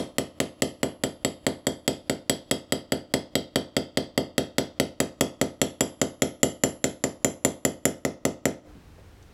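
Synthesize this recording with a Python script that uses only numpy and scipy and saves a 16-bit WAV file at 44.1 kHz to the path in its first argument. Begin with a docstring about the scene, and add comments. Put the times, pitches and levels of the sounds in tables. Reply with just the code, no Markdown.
"""A small workshop: a hammer peens the edge of a hand-held steel plane blade on a bench anvil, five taps a second.
Each tap is a hard click of shaped noise, a short ring of decaying sines and a low thud of the bench.
The blade is fed steadily sideways, so the blows cross nodes and antinodes and the ring slowly changes colour.
Decaying standing waves and a dense noise echo make the room. When the tapping stops, the recorder's gain
comes up on the room's rumble and hiss and on the soft bumps of the tools being lifted away."""
import sys
import numpy as np
from scipy import signal
from scipy.fft import rfft, irfft, next_fast_len
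from scipy.io import wavfile
from scipy.ndimage import uniform_filter1d, minimum_filter1d

SR = 44100
rng = np.random.default_rng(int(sys.argv[2]) if len(sys.argv) > 2 else 0)


def dump(signal):
    """Clip the signal to [-1, 1] and save it as 16-bit WAV at the path in sys.argv[1]."""
    limited = np.clip(np.atleast_2d(signal).T, -1, 1)
    pcm = np.round(limited * 32767).astype(np.int16)
    wavfile.write(sys.argv[1], SR, pcm)


N = 411453
LEAD = SR // 10  # samples of lead-in, cut off again at the end
AGE = np.arange(SR * 3 // 4) / SR  # time since a blow [s]


def undb(db):
    """Decibels to gain."""
    return 10 ** (np.asarray(db) / 20)


def fade(t60):
    """Free exponential decay, down 60 dB after t60 seconds."""
    return np.exp(-np.log(1000) * AGE / t60)


def along(hz, points_hz, values):
    """Straight lines on a log-frequency axis."""
    return np.interp(np.log(np.maximum(hz, 1)), np.log(points_hz), values)


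def bins(size):
    """Frequencies of a spectrum [Hz]."""
    return np.fft.rfftfreq(size, 1 / SR)


def unit(x):
    """Scale to rms 1."""
    return x / np.sqrt(np.mean(x ** 2))


def add(track, s, sound):
    """Mix a sound in at a time in seconds."""
    start = int(round(s * SR))
    track[start:start + len(sound)] += sound[:len(track) - start]


def partials(modes):
    """Sum of one decaying sine per mode; neighbouring modes swing in opposite directions."""
    total = np.zeros(len(AGE))
    for k, (hz, db, t60) in enumerate(modes):
        total += (-1) ** k * undb(db) * np.sin(2 * np.pi * hz * AGE) * fade(t60)
    return total


def at_place(shapes, place_mm, edge_mm=60):
    """Levels in dB for a blow on the edge: loud on an antinode, weak between two."""
    mean_db, swing_db, antinode_mm, spacing_mm, rise_db_per_mm = np.transpose(shapes)
    pattern_db = swing_db * np.cos(2 * np.pi * (place_mm - antinode_mm) / spacing_mm)
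    tilt_db = rise_db_per_mm * (place_mm - edge_mm / 2)
    return mean_db + pattern_db + tilt_db


def ambience(level_db=-60.5):
    """A low rumble of the building under an even hiss, made of filtered noise."""
    # spectrum of rumble and hiss: (frequency [Hz], relative density [dB per Hz])
    rumble_and_hiss = [(20, -0.5), (50, -11), (82, -5.5), (120, -18), (200, -21), (350, -23), (600, -29.5),
                       (1500, -35), (4000, -42), (10000, -50.5), (15500, -54.5)]
    size = next_fast_len(N)
    colour = undb(along(bins(size), *np.transpose(rumble_and_hiss)))
    noise = irfft(rfft(rng.standard_normal(size)) * colour, size)
    return undb(level_db) * unit(noise[:N])


def handling():
    """Faint bumps of hand and tools: short fading bursts of octave-wide noise."""
    # soft bumps as the tools are lifted away: (time [s], centre [Hz], level [dB], t60 [s])
    bumps = [(8.753, 190, -58.5, 0.18), (8.982, 470, -65.5, 0.19), (9.226, 5000, -71, 0.046)]
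    out = np.zeros(N)
    for s, hz, db, t60 in bumps:
        octave_hz = [hz / np.sqrt(2), hz * np.sqrt(2)]
        band = signal.butter(2, octave_hz, "bandpass", fs=SR, output="sos")
        rustle = unit(signal.sosfilt(band, rng.standard_normal(len(AGE))))
        add(out, s, undb(db) * rustle * fade(t60))
    return out


def workshop(x, first_echo_s=0.0015, build_s=0.0035, build_cycles=4):
    """Dense echoes from near walls, the same for every tap; lows build up late and the top treble dies first."""
    # diffuse echo of the workshop: (band centre [Hz], level [dB], t60 [s])
    walls = [(203, -2, 0.25), (551, -4, 0.3), (1030, -4, 0.33), (1990, -11.5, 0.27), (3300, -8.5, 0.32),
             (5400, -5, 0.27), (6900, -14, 0.28), (9650, -10, 0.23), (15100, -15, 0.088)]
    centres, levels_db, t60s = np.transpose(walls)
    noise, hz = rfft(rng.standard_normal(len(AGE))), bins(len(AGE))
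    response = np.zeros(len(AGE))
    # each row of the identity picks one band, crossfading into its neighbours
    for share, centre, db, t60 in zip(np.eye(len(walls)), centres, levels_db, t60s):
        build_up = np.clip((AGE - first_echo_s) / (build_s + build_cycles / centre), 0, 1)
        shape = build_up * fade(t60)
        band = irfft(noise * along(hz, centres, share), len(AGE))
        response += undb(db) * band * shape / np.linalg.norm(shape)
    return signal.fftconvolve(x, response)[:len(x)]


def standing_waves():
    """Air modes of the small room, each ringing down as a sine after a thud."""
    # standing waves of the workshop: (frequency [Hz], relative level [dB], t60 [s])
    room_modes = [(63, -47, .3), (88, -36.5, .32), (127, -43, .28), (173, -39, .37), (225, -37, .3),
                  (269, -26.5, .2), (302, -41, .55), (315, -35, .26), (356, -31.5, .29), (393, -29, .22),
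                  (449, -32.5, .25), (489, -44, .36), (527, -34.5, .3), (554, -33, .22), (597, -35.5, .25),
                  (629, -45, .32), (664, -40, .3), (704, -43, .32), (727, -37, .2), (779, -39, .22),
                  (867, -46, .33), (920, -50, .33), (1017, -52, .28)]
    return partials(room_modes)


def bench_thud():
    """The struck anvil stand and bench top, a few low modes that die quickly."""
    # anvil stand and bench top: (frequency [Hz], relative level [dB], t60 [s])
    bench_modes = [(39, -58, 0.67), (121, -27, 0.061), (238.4, -16.5, 0.047), (464, -11.5, 0.013),
                   (607.5, -10.5, 0.016), (1234, -21.5, 0.012), (1344, -21.5, .014), (1872, -16.5, 0.011),
                   (2083, -17.5, 0.015)]
    return partials(bench_modes)


def contact_click(place_mm, scatter_t60=0.018, whitening_floor=0.27):
    """The steel-on-steel contact as a noise burst, scattered over milliseconds as it runs through the blade."""
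    # spectrum of the contact: (frequency [Hz], relative level [dB])
    contact_colour = [(300, -21), (1000, -6.5), (2000, -5.5), (2400, 1.5), (3500, 4), (4700, 6),
                      (5400, 1.5), (6500, 4), (8500, -0.5), (10500, 4), (12000, -6), (15000, -10),
                      (16500, -22.5)]
    # frequencies of the place-dependent levels [Hz]
    place_hz = (2000, 4500, 6200, 9500)
    # change along the edge, one row per place_hz:
    # (mean [dB], swing [dB], an antinode [mm], antinode spacing [mm], rise along the edge [dB per mm])
    place_shapes = [(7, 0.56, 40, 60, 0.022), (-2.5, 2.5, 33.3, 67, -0.013), (0.5, 4.2, 50, 75, 0.07),
                    (-3.5, 1.8, 49, 40, -.03)]
    hz = bins(len(AGE))
    burst = rfft(rng.standard_normal(len(AGE)) * fade(scatter_t60))
    # partly flatten the random peaks and dips of the spectrum
    power = abs(burst) ** 2
    even = burst / np.sqrt(power + whitening_floor * np.mean(power))
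    place_db = along(hz, place_hz, at_place(place_shapes, place_mm))
    colour = undb(along(hz, *np.transpose(contact_colour)) + place_db)
    return irfft(even * colour, len(AGE)) * (AGE < 2 * scatter_t60)


def steel_ring(place_mm, spread_db=0.5, detune=0.58):
    """Place sets how loud each mode rings; at random, level varies slightly and pitch within about its width."""
    # blade, hammer head and anvil; hand and contact damp most modes quickly, a few thin tones last:
    # (frequency [Hz], relative level [dB], t60 [s])
    steel_modes = [(2780, -39, .05), (3005, -34, .04), (3245, -29, .055), (3330, -35, .05),
                   (3680, -36, .03), (4200, -38, .018), (4480, -33, .016), (4800, -31, .016),
                   (5500, -38, .02), (7000, -32, .015), (7195, -20, .04), (7905, -25, .045),
                   (12690, -34, .025), (14200, -29, .02), (11050, -24, .022), (3130, -48, .24),
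                   (5730, -56, .22), (6174, -48, .2), (7205, -54, .25), (11134, -48, .36), (11361, -76, .9),
                   (13159, -62, .22), (13253, -61, .22), (13423, -66, .2), (15310, -80, .45)]
    # frequencies of the place-dependent levels [Hz]
    place_hz = (3100, 3230, 4700, 7200, 7900, 11050, 11134, 12600)
    # change along the edge, one row per place_hz:
    # (mean [dB], swing [dB], an antinode [mm], antinode spacing [mm], rise along the edge [dB per mm])
    place_shapes = [(1, 4.5, 5.8, 20, -.02), (-1, 5, 25.8, 96, -0.05), (2.5, 8, 23, 72, -0.04),
                    (-5.5, 7, 6.2, 40, 0.2779), (0, 2, 13.3, 27.5, -0.0748), (-2, 3.5, 17.4, 18.5, 0.16),
                    (-9.5, 14.5, 6, 39.5, 0.14), (-1.6, 1.5, 16, 19, .06)]
    hz, db, t60 = np.transpose(steel_modes)
    # random for every tap and mode; side only sets the polarity
    loudness, shift, side = rng.standard_normal((3, len(hz)))
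    place_db = along(hz, place_hz, at_place(place_shapes, place_mm))
    gains = np.sign(side) * undb(db + place_db + spread_db * loudness)
    damping = np.log(1000) / t60
    pitch = hz + detune * shift * damping / np.pi
    age = AGE[:len(AGE) // 2]
    tones = np.sin(2 * np.pi * np.outer(pitch, age)) * np.exp(-np.outer(damping, age))
    return gains @ tones


def hammering(feed_mm_per_s=7.0, contact_db=0.0, ringing_db=0.4, standing_db=-0.62):
    """All taps along the edge: the direct sound, and the standing waves that the bench sets off."""
    # hammer taps: (time [s], relative bench thud [dB], relative contact click [dB], relative steel ring [dB])
    taps = [(0.1834, -1, 3.5, 0), (0.4016, -0.5, 4.5, -1.5), (0.6209, 1, 3.5, 3), (0.8309, 0.5, -1.5, -1.5),
            (1.0366, -0.7, 0.5, 0), (1.2478, -0.7, -0.5, 1.5), (1.4661, 1, 1.5, -1), (1.6685, 0, -2.5, 1.5),
            (1.8778, 0.7, 2.5, 2.0), (2.0966, -0.3, 0.0, -2), (2.2964, 0, 2.0, 5), (2.512, -0.3, 2.5, 3),
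            (2.7224, -0.4, -0.5, 2), (2.9209, 0.5, -1, 0), (3.1388, 1.3, 3, 0.5), (3.3538, 0.2, -0.5, 3),
            (3.558, 1.1, 0, 2), (3.7664, 0.9, 0.5, 0.5), (3.9725, 0.5, -2.0, 0.5), (4.1768, 2.1, -3.0, 0.5),
            (4.38, 1.6, 1, 1.5), (4.5826, 1.1, 1.5, 2.0), (4.799, 1.9, 3, 1), (5.0022, 1.2, 3.5, 1.5),
            (5.2093, 2.5, 3.5, 3), (5.4136, 2.1, 1, -1), (5.6156, 1.5, 2.0, 3), (5.8077, 0.9, -1.5, 3.5),
            (6.0152, 1.4, 0.5, -2), (6.22, 2.3, 2, 0.5), (6.4311, 3.5, 1.5, 4.5), (6.6364, 2.5, 0, 2),
            (6.8416, 0.6, 1.5, -1.5), (7.0392, -0.4, -1.5, -3.5), (7.2459, 1.4, 1, 1.5),
            (7.449, 1.9, 1.5, 3), (7.6502, 1.5, 0.5, 2.5), (7.8535, 1.9, 2, 4.0),
            (8.0502, -0.5, -1.5, -8.5), (8.2516, 1.7, 0.5, -2.0), (8.4546, 2, 0.0, -0.5)]
    # one tap falls just before the start and is already dying away there
    earlier_tap = (-.028, *taps[0][1:])
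    direct, boom = np.zeros((2, LEAD + N))
    bench, standing = bench_thud(), standing_waves()
    for s, thud_db, click_db, ring_db in [earlier_tap, *taps]:
        place_mm = feed_mm_per_s * s
        start_s = s + LEAD / SR
        contact = undb(contact_db + click_db) * contact_click(place_mm)
        ring = undb(ringing_db + ring_db) * steel_ring(place_mm)
        # the bench top is driven down, away from the microphone
        add(direct, start_s, contact - undb(thud_db) * bench)
        add(direct, start_s, ring)
        add(boom, start_s, undb(thud_db + standing_db) * standing)
    return direct, boom


def scene():
    """Taps, their room, and the quiet behind them."""
    direct, boom = hammering()
    tapping = (direct + boom + workshop(direct))[LEAD:]
    return (tapping + handling() + ambience())[None]


def gain_control(x, threshold_db=-26, boost_db=16, hold_s=.135):
    """Gain stays down for a moment after anything loud and rises in the quiet."""
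    level_db = 10 * np.log10(np.maximum(uniform_filter1d(x ** 2, size=900), 1e-12))
    wanted_db = np.clip(threshold_db - level_db, 0, boost_db)
    half = int(hold_s * SR / 2)
    # lowest gain wanted during the hold time just past
    held_db = minimum_filter1d(wanted_db, 2 * half + 1, origin=half, mode="nearest")
    return x * undb(uniform_filter1d(held_db, size=400))


def record(dry, low_cut_hz=34, top_hz=16500):
    """The recorder drops the deepest bass, rides its gain and cuts the top."""
    low_cut = signal.butter(2, low_cut_hz, "highpass", fs=SR, output="sos").repeat(2, axis=0)  # run twice
    thinned = signal.sosfilt(low_cut, dry)
    top_cut = signal.ellip(8, .2, 70, top_hz, fs=SR, output="sos")
    return signal.sosfilt(top_cut, gain_control(thinned))


dry = scene()
out = record(dry)
dump(out)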